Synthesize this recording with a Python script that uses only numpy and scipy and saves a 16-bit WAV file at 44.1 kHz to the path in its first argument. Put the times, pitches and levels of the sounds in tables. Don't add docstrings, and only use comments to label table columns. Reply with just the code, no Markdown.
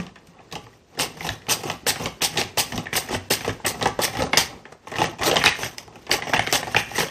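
import sys
import numpy as np
from scipy import signal
from scipy.fft import rfft, irfft
from scipy.io import wavfile
from scipy.ndimage import uniform_filter1d

SR = 44100
rng = np.random.default_rng(int(sys.argv[2]) if len(sys.argv) > 2 else 0)


def inscribe(sig):
    pcm = np.round(np.clip(np.atleast_2d(sig).T, -1, 1) * 32767)
    wavfile.write(sys.argv[1], SR, pcm.astype(np.int16))


def makeup_ratio(level_db):
    decades = np.asarray(level_db, float) / 20
    return 10 ** decades


N = 313110

# start in seconds, hand pressure in dB,
# guard wobble in dB, skin speed in dB, hold in seconds.
PUSHES = [(0.0, -30.5, -31.5, -38, 0.0025), (0.525, -34, -39, -35.5, 0.0064), (0.993, -20, -31, -31, 0.017),
          (1.488, -18.5, -27, -18.5, 0.0064), (1.866, -22, -20, -47, 0.0042),
          (2.218, -31, -32, -23.5, 0.015), (2.574, -29, -32, -25, 0.011),
          (2.93, -24.5, -26.5, -28.5, 0.055), (3.308, -28.5, -21.5, -19, 0.0062),
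          (3.65, -23, -22.5, -41, 0.03), (3.992, -26.5, -30, -34, 0.055), (4.333, -29, -27, -52, 0.0026),
          (4.371, -46.5, -32, -10, 0.0042), (4.87, -48, -62, -46.5, 0.0066),
          (5.215, -18.5, -27.5, -34, 0.073), (5.78, -38, -68, -35, 0.0034),
          (6.11, -20.5, -23.5, -19, 0.025), (6.335, -22.5, -14.5, -29, 0.025),
          (6.528, -22, -22, -17, 0.019), (6.764, -27, -15, -18.5, 0.0027)]
# peak time in seconds, hand pressure in dB,
# guard wobble in dB, skin speed in dB.
DRAGS = [(0.29, -60, -67, -56.5), (0.396, -42.5, -49, -82), (0.64, -61, -66, -54), (0.75, -59, -64, -58),
         (0.972, -45, -58, -61), (1.236, -36.5, -46, -49), (1.266, -43, -58, -29),
         (1.292, -31.5, -33.5, -35.5), (1.692, -27, -34, -29.5), (2.047, -26.5, -32, -28),
         (2.391, -26.5, -26.5, -28), (2.774, -25, -44, -31), (3.134, -32, -33, -31.5),
         (3.481, -28, -31.5, -30), (3.854, -27.5, -50, -30.5), (4.211, -17.5, -26.5, -26),
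         (4.539, -37.5, -72, -63), (4.722, -46, -74, -56.5), (5.031, -15.5, -22, -24.5),
         (5.37, -25, -42, -26), (5.475, -40, -12, -25), (5.642, -28, -29.5, -24.5), (5.963, -41, -58, -55),
         (6.03, -71, -57, -55.5), (6.3, -30, -32.5, -32.5), (6.412, -52, -57, -41), (6.51, -38, -32, -31.5),
         (6.718, -30.5, -34, -32), (7.007, -22, -21.5, -19.5)]
# rise in dB per second, fall in dB per second.
PUSH_SLOPES = [
    (1500, 116),
    (2500, 220),
    (4000, 283),
    (4000, 311),
]
DRAG_SLOPES = [
    (217, 198),
    (220, 212),
    (196, 340),
    (200, 246),
]
PUSH_RUMBLE_DB, DRAG_RUMBLE_DB = -8.5, -0.5
# time in seconds, counter rumble in dB.
LEAN = [(0.0, 2.5), (0.1, -12), (0.6, 4), (1.0, -3.5), (2.0, -0.5), (2.8, 1.5), (3.5, 1.5), (4.0, -1.5),
        (4.9, -5), (5.5, -1.5), (6.2, -4), (7.1, -4)]

# frequency in Hz, bandwidth in Hz, peak gain in dB.
COUNTER = [(63, 9.6, -3), (110.3, 16, 0.5), (156.4, 18, 1), (246, 42, -3)]
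# frequency in Hz, bandwidth in Hz, peak gain in dB.
FRAME = [(367.4, 62, 0), (494.4, 184, 3), (552.5, 132, 4), (694, 182, -2.5), (784, 71, 3.5),
         (848.6, 43, -2), (1056, 167, -4), (1160, 23, -2.5), (1290, 32, -5)]
# frequency in Hz, bandwidth in Hz, peak gain in dB.
GUARD = [(1839, 298, 10), (1930, 160, 13), (2095, 99, 3.5), (2464, 235, 4.5), (2780, 230, 4), (3186, 46, 1),
         (3450, 33, 1.5)]
# frequency in Hz, density in dB per Hz.
SKIN = [(1760, -7), (3000, -3), (4020, -9.5), (6180, -1.5), (7150, -15.5), (8690, -9.5), (11500, -23),
        (12000, -19), (12800, -9.5), (14500, -19), (15800, -50)]

# start in seconds, tearing level in dB, length in seconds, level at first bite
# in dB, brightness in dB per octave.
CUTS = [(0.989, -7.5, 0.05, -4.5, 2.5), (1.484, -1.5, 0.045, -20, 4.5), (1.868, -2, 0.035, -8, 3.5),
        (2.218, -5.5, 0.041, -4.5, 3.5), (2.368, -8, 0.047, -6, -0.3), (2.578, -1, 0.03, -6.5, 3.5),
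        (2.9262, -4, 0.054, -38, 6.5), (3.112, -15.5, 0.044, -6, 0), (3.301, -4.5, 0.036, -6, 5.5),
        (3.661, -9.5, 0.04, 5, 6), (4.0153, -4, 0.036, -8.5, 3.5), (4.372, -6.5, 0.045, -6, -1),
        (4.98, -9, 0.058, -11, -8.5), (5.23, -7, 0.056, -8.5, 3), (5.447, -12.5, 0.061, 9, -1.5),
        (6.124, -14, 0.029, 8, 2), (6.525, -9, 0.05, -2, 2), (6.969, -10, 0.048, -11, 4)]
# frequency in Hz, density in dB per Hz.
TEAR = [(180, -61), (300, -3), (454, -0.5), (622, -10), (825, 9), (1330, -15), (1860, 0), (2310, -1),
        (5840, -1.5), (7250, -10.5), (8270, -5), (11200, -22), (14100, -12), (15800, -38)]

# start in seconds, tick level in dB,
# tick pitch in Hz, frame against the tick in dB.
DOWN_KNOCKS = [(0.5537, -17.5, 3100, -1.5), (0.9965, -7.5, 2720, -17.5), (1.4959, -7.5, 2780, -40),
               (1.8663, -7.5, 2280, -26), (1.9034, -8, 3320, -28), (2.2186, -9.5, 2850, -2.5),
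               (2.573, -13, 2780, 3), (2.5938, -19, 3520, 0), (2.9291, -14.5, 2100, -26),
               (2.9545, -9, 1900, -10), (3.3046, -10.5, 2600, 4), (3.6631, -17, 1960, -20),
               (3.9905, -26, 1980, 16.5), (4.3318, -4.5, 1900, -3), (4.3713, 5, 4400, -12.5),
               (5.233, -7.5, 1750, -16), (5.3132, -5, 2900, -3.5), (5.3286, -19, 1500, 0),
               (5.358, -8, 2560, 1.5), (5.3671, -2.5, 3000, -13), (5.4391, 1, 2000, -11.5),
               (5.46, 4.5, 2420, -13), (6.114, -2.5, 2460, -27), (6.5256, -0.5, 4620, -17),
               (6.9809, -11, 2120, 0.5), (7.005, -6, 2170, -17)]
# start in seconds, tick level in dB,
# tick pitch in Hz, frame against the tick in dB.
BACK_KNOCKS = [(1.2072, -15.5, 2090, -8.5), (1.2665, -17, 2940, -5), (1.29, -9.5, 2780, -37),
               (1.699, -8, 2600, -3.5), (2.0575, -9, 2780, -6.5), (2.3555, -29, 1870, 9),
               (2.3731, -7.5, 3300, -8), (2.4138, -8.5, 2800, -2.5), (2.7215, -21.5, 3020, -2),
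               (2.7778, -11.5, 2930, -3), (3.1471, -9, 1940, -4.5), (3.4464, -16, 2000, 0),
               (3.493, -13.5, 1930, -1), (3.8107, -17.5, 2080, 3), (3.8261, -7, 3660, -1.5),
               (3.8566, -3.5, 1940, 1.5), (4.1702, -15.5, 1990, -21), (4.2207, -12.5, 3620, -5),
               (4.984, -9.5, 2590, -5.5), (5.017, -6.5, 2420, -12), (5.0412, -12.5, 1740, -6),
               (5.6328, -11, 1820, -13), (6.3351, 0, 1880, -5.5), (6.361, -19, 2070, -14),
               (6.3935, -2, 1960, -13), (6.472, -8.5, 2130, -6), (6.7462, -5, 1680, -4.5),
               (6.764, -3, 2660, -6)]
# start in seconds, tick level in dB,
# tick pitch in Hz, frame against the tick in dB.
TOUCHES = [(0.157, -34.5, 1700, 1), (0.5244, -21, 3740, -8), (0.974, -30, 1800, 8),
           (1.4675, -28.5, 1930, -12), (1.6339, -24, 4370, 7), (1.9582, -19.5, 1720, -2.5),
           (1.9973, -27.5, 3080, 9), (2.8566, -27.5, 1750, 3), (2.8689, -26, 1740, -25),
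           (3.0884, -27.5, 1700, 8), (3.4076, -21, 1760, -5), (3.6456, -34, 2070, -5),
           (4.6533, -28.5, 1620, -0.5), (4.871, -34, 890, 6.5), (4.9157, -25.5, 1860, 7.5),
           (4.9387, -21.5, 1880, 0), (4.9568, -18, 1740, -4), (5.1856, -30, 3120, 0),
           (5.2073, -33, 1960, 10), (5.5867, -30, 2100, 10.5), (5.7821, -19, 4930, -27),
           (6.0667, -28.5, 1930, 0.5), (6.0937, -25, 1720, 9.5), (6.222, -16, 1930, -4),
           (6.2711, -22, 2220, 3), (6.6286, -22.5, 1720, 1), (6.6707, -23.5, 2210, 7.5)]
# start in
# seconds, tick level in dB, # tick pitch in Hz, frame against the tick in dB.
MORE_KNOCKS = [(1.17, -46, 1820, 16), (1.228, -31, 3500, -12), (1.2448, -23.5, 2960, 7),
               (1.4184, -39, 1940, -13), (1.484, -27, 2000, -5), (2.208, -20.5, 2400, -6),
               (2.3303, -41, 1690, -14), (2.3802, -8.5, 3450, -10), (3.0756, -35, 1930, -8),
               (3.1055, -22.5, 1890, 9.5), (3.1255, -23.5, 1900, 8), (3.4777, -18.5, 2780, 6),
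               (4.0205, -25, 1790, -7.5), (4.1297, -46, 2080, -6), (4.1502, -25, 1900, -1),
               (4.572, -52, 1100, -2), (4.794, -59, 1250, 9), (4.9635, -21, 3450, -2), (5.1925, -25, 3100, 5.5),
               (5.452, -10, 1890, -7), (5.478, -4, 2390, -14), (5.925, -48, 2200, -3), (6.016, -49, 3500, -5),
               (6.1045, -29, 2690, -15), (6.467, -16, 2110, -11), (6.78, -21, 2760, -9),
               (7.084, -24, 1850, -14)]
# start in seconds, tick level in dB, tick pitch in Hz,
# frame against the tick in dB.
TAPS = [(0.066, -28.5, 3040, -1), (0.271, -36.5, 5000, -12), (0.406, -49, 1840, 8),
        (0.6651, -36.5, 2160, 3), (0.187, -47, 4300, -22), (0.514, -30, 3500, -7), (0.543, -34, 6000, -22),
        (0.95, -43, 3500, 7), (1.715, -18, 5500, -24), (3.795, -34, 1100, 7), (3.873, -15, 4960, -17),
        (4.237, -21, 4500, -19), (4.725, -33.5, 5500, -21), (4.883, -30, 4970, -12),
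        (5.058, -16, 4270, -22), (4.722, -43, 1710, 16), (5.9565, -36.5, 3000, 6), (5.799, -39, 5500, -16),
        (5.878, -46, 5530, 17.5), (5.894, -45, 6000, -8), (3.819, -15, 1900, -4), (6.293, -22, 5040, -10)]
DOWN_RATTLE_DB, BACK_RATTLE_DB, TOUCH_RATTLE_DB, TAP_RATTLE_DB = -9, -14.5, -9.5, -12.5
RATTLE_WITH_FRAME = 0.65

# start in seconds,
# peak level in dB, pitch in Hz.
SLAPS = [(0.0, -17.5, 184), (2.774, -26, 103), (3.16, -22, 96), (3.478, -12.5, 458), (3.492, -20, 103.6),
         (3.601, -24.5, 870), (3.991, -5, 516), (5.018, -0.5, 807), (5.279, -9, 421), (5.3287, -7.5, 493),
         (5.339, -9.5, 650), (6.113, -24, 730), (6.27, -16.5, 700), (6.329, -10, 770), (6.394, -4.5, 753),
         (6.528, -7.5, 743), (6.766, -7.5, 790), (6.915, -18, 785), (0.401, -31, 720), (1.866, -13.5, 510),
         (2.574, -14, 496), (5.312, -11, 514), (6.63, -14.5, 740), (6.671, -19, 760), (1.163, -33, 483)]
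# start in seconds, peak level in dB, pitch in Hz.
THUMPS = [(0.533, -31, 155), (0.64, -36.5, 113), (1.228, -36, 154), (1.303, -23.5, 105.6),
          (1.655, -19.5, 362), (2.007, -26, 153), (2.386, -13.5, 378), (2.442, -33, 90), (2.049, -27, 306),
          (2.6, -29.5, 342), (3.15, -16, 640), (4.38, -16, 875), (0.285, -41, 173), (2.741, -25, 200),
          (3.112, -18.5, 374), (3.136, -18, 246), (3.824, -25, 380), (4.19, -19, 264), (4.221, -12.5, 492),
          (4.206, -12, 520), (4.243, -20, 430), (4.532, -42, 292), (5.462, -26.5, 86), (6.385, -23, 109),
          (6.756, -25, 222), (7.002, -28, 153)]
# start in seconds, peak level in dB, pitch in Hz.
PINGS = [(0.157, -45, 1720), (1.207, -30, 2000), (2.721, -28, 1800), (2.857, -33, 1950),
         (2.868, -22.5, 1840), (2.887, -43, 1850), (2.929, -21, 1930), (3.087, -27, 1850),
         (4.034, -21, 1810), (4.333, -11, 2185), (4.373, -9, 5020), (4.654, -36, 1760), (4.722, -41, 1204),
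         (4.871, -32.5, 886), (5.467, -5, 2490), (5.782, -19, 5090), (6.114, -5.5, 4590),
         (6.222, -21.5, 2020), (6.629, -24, 1820), (6.765, -6.5, 2410)]
SLAP_RING_CYCLES, THUMP_RING_CYCLES, PING_RING_CYCLES = 17, 22, 48

# frequency in Hz, time to decay 60 dB in seconds.
KITCHEN = [(100, 0.47), (500, 0.25), (2000, 0.38), (6000, 0.25), (14000, 0.18)]
# frequency in Hz, density in dB per Hz.
HUSH = [(15, -35), (25, -18), (49, 0), (297, -5), (368, -2), (552, -8.5), (1660, -18), (6210, -23.5),
        (7300, -27), (11500, -39), (12800, -33), (14300, -34), (15300, -60)]
HUSH_DB = -49.5
# time in seconds, hush level in dB.
STIR = [(0.0, 14), (0.13, -1), (0.23, -0.5), (0.29, 1), (0.35, -5), (0.42, 1), (0.5, 2), (0.7, 1),
        (0.86, -3.5), (0.95, 4), (4.55, 9.5), (4.63, 2), (4.73, -1), (4.8, -6), (4.86, 0.5), (5.7, 4),
        (5.9, 1), (6.05, 4.5)]
# frequency in Hz, side against mid in dB.
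SIDE_SPECTRUM = [(50, -24), (200, -26), (3000, -26), (6000, -20), (10000, -9), (15000, -12)]
# lowest frequency in Hz, share of blocks present.
SIDE_BLOCKS = [(0, .35), (4200, .6), (8200, .9)]

# end in seconds, length in seconds, #
# lowest frequency in Hz.
STARVED = [(1.2, .005, 8900), (1.49, 0.0054, 5000), (1.859, .006, 4000), (2.211, 0.0094, 3500),
           (3.299, 0.008, 1500), (0.51, 0.0029, 5000), (3.645, 0.0039, 3500), (4.333, 0.0043, 6000),
           (4.373, 0.0066, 4000), (5.235, .006, 9100), (5.367, .015, 10000), (5.55, 0.054, 9900),
           (6.258, 0.044, 11000), (6.106, 0.0027, 8000), (6.522, 0.0028, 6000), (6.768, 0.0026, 7000),
           (0.98, 0.014, 10000), (4.31, 0.06, 9800), (4.353, 0.005, 9000), (5.093, 0.041, 10000),
           (6.387, 0.006, 10000)]
GAP_HZ, GAP_DB = 9400, -76
EDGE_HZ = 15950


def slide():
    pushes = strokes(PUSHES, PUSH_SLOPES, PUSH_RUMBLE_DB)
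    drags = strokes([(*row, 0) for row in DRAGS], DRAG_SLOPES, DRAG_RUMBLE_DB)
    rumble, drum, rattle, hiss = pushes + drags
    bumps, grit = slips(N, 220, 4.2, 0.84), slips(N, 900, 7.2, 1.0)
    judder = makeup_ratio(1.57 * evened(uniform_filter1d(rng.standard_normal(N), 400)))
    out = rumble * chatter(bumps, COUNTER, patchy_db=0.0, hold=12)
    out += drum * chatter(bumps * judder, FRAME, patchy_db=2.5, hold=17)
    out += rattle * chatter((bumps + 0.51 * grit) * judder, GUARD, patchy_db=4.0, hold=8.3)
    return out + hiss * mottled(colour(grit * judder, SKIN), patchy_db=3.0)


def strokes(rows, slopes, rumble_db):
    t = np.arange(0, N + 32, 32) / SR
    s, press_db, wobble_db, speed_db, hold = np.transpose(rows)[:, :, None]
    early = np.maximum(s - t, 0)
    late = np.maximum(t - s - abs(hold), 0)
    counter_db = press_db + rumble_db + np.interp(s, *np.transpose(LEAN))
    envelopes = []
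    for db, (rise, fall) in zip([counter_db, press_db, wobble_db, speed_db], slopes):
        level = makeup_ratio(db - rise * early - fall * late).sum(0)
        envelopes.append(np.interp(np.arange(N) / SR, t, level))
    return np.array(envelopes)


def slips(n, per_s, spread_db, smooth):
    u, e, g = rng.random(n), rng.exponential(1, n), rng.standard_normal(n)
    size = makeup_ratio(spread_db * np.minimum(e, 2))
    jolts = evened(np.sign(g) * size * (u < per_s / SR))
    return jolts + smooth * g


def chatter(x, modes, patchy_db, hold):
    luck = rng.standard_normal((len(modes), N // 64 + 1))
    share = makeup_ratio(patchy_db * uniform_filter1d(luck, int(hold), axis=1) * np.sqrt(int(hold)))
    out = np.zeros(N)
    for k, mode in enumerate(modes):
        drive = x * np.repeat(share[k], 64)[:N]
        out += (-1) ** k * ring(drive, [mode])
    return evened(out)


def dip():
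    strikes = np.zeros(N)
    strikes[(np.array(knocks())[:, 0] * SR).astype(int)] = 1
    ramp = np.linspace(0, 1, 500)
    nearing = signal.oaconvolve(strikes, ramp)[len(ramp) - 1:]
    return makeup_ratio(-8 * np.minimum(nearing, 1))


def cut(db, length, bite_db, tilt_db):
    t = np.arange(6000) / SR
    bursts = colour(slips(len(t), 5000, 3.7, 0.75), TEAR, tilt_db)
    crackle = mottled(bursts, patchy_db=3.0)
    surge = makeup_ratio(2.15 * evened(uniform_filter1d(rng.standard_normal(len(t)), 110)))
    shape_db = np.interp(t, [0, 0.73 * length, length, length + 0.042], [bite_db, 0, -3, -30])
    return makeup_ratio(db - 10.5 + shape_db) * surge * crackle * np.minimum(t / 0.0025, 1)


def knocks():
    kinds = [(DOWN_KNOCKS, DOWN_RATTLE_DB), (BACK_KNOCKS, BACK_RATTLE_DB),
             (TOUCHES, TOUCH_RATTLE_DB), (MORE_KNOCKS, TOUCH_RATTLE_DB)]
    strikes = []
    for rows, db in kinds:
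        strikes += [(*row, db + RATTLE_WITH_FRAME * (row[-1] + 8)) for row in rows]
    return sorted(strikes)


def knock(db, hz, frame_db, rattle_db):
    t = np.arange(5000) / SR
    g = rng.standard_normal(len(t))
    blow = np.sign(g) * np.exp(-(t / 0.0024) ** 2)
    blow += g * makeup_ratio(rattle_db - 2) * np.exp(-t / 0.017)
    spot = ring(blow, [(hz, 621 + 13.0 * db, 0.1),
                       (5300, 2500, -3.5 + 0.092 * db + 12.2 * np.log2(hz / 4000)),
                       (8400, 1800, -21.5 + 0.11 * db),
                       (13000, 1500, -31.0 + 0.12 * db)])
    guard = ring(blow, np.array(GUARD) * [rng.uniform(0.94, 1.093), 1.6, 1])
    tick = (spot + 0.5 * guard) / abs(spot).max()
    frame = ring(blow, FRAME + [(700, 1200, -13.0)])
    counter = ring(blow, COUNTER)
    body = frame / abs(frame).max() + makeup_ratio(-12.5) * counter / abs(counter).max()
    return makeup_ratio(db) * (tick + makeup_ratio(frame_db) * body)


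def slap(db, hz, cycles):
    t = np.arange(12000) / SR
    phase = 2 * np.pi * hz * t
    modes = np.sin(phase) + 0.18 * np.sin(0.568 * phase) + 0.17 * np.sin(2.4 * phase)
    return makeup_ratio(db + 3 - 60 * t * hz / cycles) * modes * np.minimum(t / 0.0011, 1)


def ping(db, hz):
    t = np.arange(4000) / SR
    phase = 2 * np.pi * hz * t
    modes = np.sin(phase) + 0.5 * np.sin(1.2 * phase)
    return makeup_ratio(db + 8.5 - 60 * t * hz / PING_RING_CYCLES) * modes * np.minimum(t / 0.0013, 1)


def ring(x, modes):
    out = np.zeros(len(x))
    for k, (hz, width_hz, db) in enumerate(modes):
        r = np.exp(-np.pi * width_hz / SR)
        poles = [1, -2 * r * np.cos(2 * np.pi * hz / SR), r * r]
        out += (-1) ** k * makeup_ratio(db) * (1 - r * r) * signal.lfilter([.5, 0, -.5], poles, x)
    return out


def mottled(x, patchy_db):
    z = signal.stft(x, nperseg=256)[2]
    patches = uniform_filter1d(rng.standard_normal(z.shape), size=4, axis=0)
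    patches = evened(uniform_filter1d(patches, size=4))
    return evened(signal.istft(z * makeup_ratio(patchy_db * patches), nperseg=256)[1][:len(x)])


def colour(x, points, tilt_db=0):
    hz = np.fft.rfftfreq(len(x), 1 / SR)
    gain_db = read(points, hz) + tilt_db * np.log2((hz + 200) / 5000)
    return irfft(rfft(x) * makeup_ratio(gain_db), len(x))


def read(points, hz):
    f, value = np.transpose(points)
    return np.interp(np.log(hz + 1), np.log(f + 1), value)


def evened(x):
    return x / np.sqrt(np.mean(x ** 2) + 1e-20)


def add(mix, s, sound):
    part = mix[round(s * SR):][:len(sound)]
    part += sound[:len(part)]


def kitchen(x):
    taps = np.zeros(SR // 2)
    at = np.arange(150, len(taps) - 20, 20)
    taps[at + rng.integers(0, 20, len(at))] = rng.choice([-1., 1.], len(at))
    hz, t, z = signal.stft(taps, SR, nperseg=256)
    decay = makeup_ratio(-60 * t / read(KITCHEN, hz)[:, None])
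    tail = signal.istft(z * decay, SR, nperseg=256)[1]
    return signal.fftconvolve(x, tail / np.linalg.norm(tail))[:N]


def house_hush():
    hush = makeup_ratio(HUSH_DB) * mottled(colour(rng.standard_normal(N), HUSH), patchy_db=2.0)
    return hush * makeup_ratio(np.interp(np.arange(N) / SR, *np.transpose(STIR)))


def width(mid):
    hz, t, z = signal.stft(mid, SR, nperseg=1024)
    low_hz, share = np.transpose(SIDE_BLOCKS)
    blocks = len(t) // 3 + 1
    luck = rng.random((blocks, 1)) * .7 + rng.random((blocks, 3)) * .3
    luck = np.repeat(luck, 3, axis=0)[:len(t)]
    present = (luck < .15 + .7 * share) / np.sqrt(share)
    present = present.T[np.searchsorted(low_hz, hz, "right") - 1]
    phase = np.exp(2j * np.pi * rng.random(z.shape))
    side = signal.istft(z * present * phase, nperseg=1024)[1][:N]
    return colour(side, SIDE_SPECTRUM)


def scene():
    events = np.zeros(N)
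    for s, *row in CUTS:
        add(events, s, cut(*row))
    for s, *row in knocks() + [(*tap, TAP_RATTLE_DB) for tap in TAPS]:
        add(events, s, knock(*row))
    for s, *row in SLAPS:
        add(events, s, slap(*row, SLAP_RING_CYCLES))
    for s, *row in PINGS:
        add(events, s, ping(*row))
    for s, *row in THUMPS:
        add(events, s, slap(*row, THUMP_RING_CYCLES))
    sliding = slide() * dip()
    room = kitchen(makeup_ratio(-11.0) * events + makeup_ratio(-18) * sliding)
    mid = events + sliding + room + house_hush()
    side = width(mid)
    return np.array([mid + side, mid - side])


def starved(x):
    hz, t, z = signal.stft(x, SR, nperseg=128, noverlap=96)
    gaps = np.zeros((len(hz), len(t)))
    for end, length, low_hz in STARVED:
        gaps += np.outer(hz > low_hz, (t > end - length) & (t < end))
    return signal.istft(z * makeup_ratio(-28. * gaps), SR, nperseg=128, noverlap=96)[1][:, :N]


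def roll_off(x):
    return signal.sosfilt(signal.butter(12, 15950, fs=SR, output="sos"), x)


def record(dry):
    hz, t, z = signal.stft(np.tanh(dry / 1.787) * 1.074, SR, nperseg=2048, noverlap=1536)
    power = abs(z.mean(0)) ** 2
    band_db = 10 * np.log10(uniform_filter1d(power, size=16, axis=0) * 2 + 1e-20)
    loud_db = 10 * np.log10(power.sum(0) + 1e-20)
    luck = uniform_filter1d(rng.standard_normal(band_db.shape), size=18, axis=0)
    luck = uniform_filter1d(luck, size=6)
    safe_db = 19.0 * np.clip((GAP_HZ - hz) / 1000, 0, 9)[:, None]
    margin_db = band_db - GAP_DB - 1.0 * (loud_db + 29.5) + 40.0 * luck + safe_db
    band_limit = (hz < EDGE_HZ) * hz ** 2 / (hz ** 2 + 24.6 ** 2)
    keep = np.clip(margin_db / 4.3, .01, 1) * band_limit[:, None]
    holed = signal.istft(z * keep, SR, nperseg=2048, noverlap=1536)[1][:, :N]
    return roll_off(starved(holed))


dry = scene()
out = record(dry)
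inscribe(out)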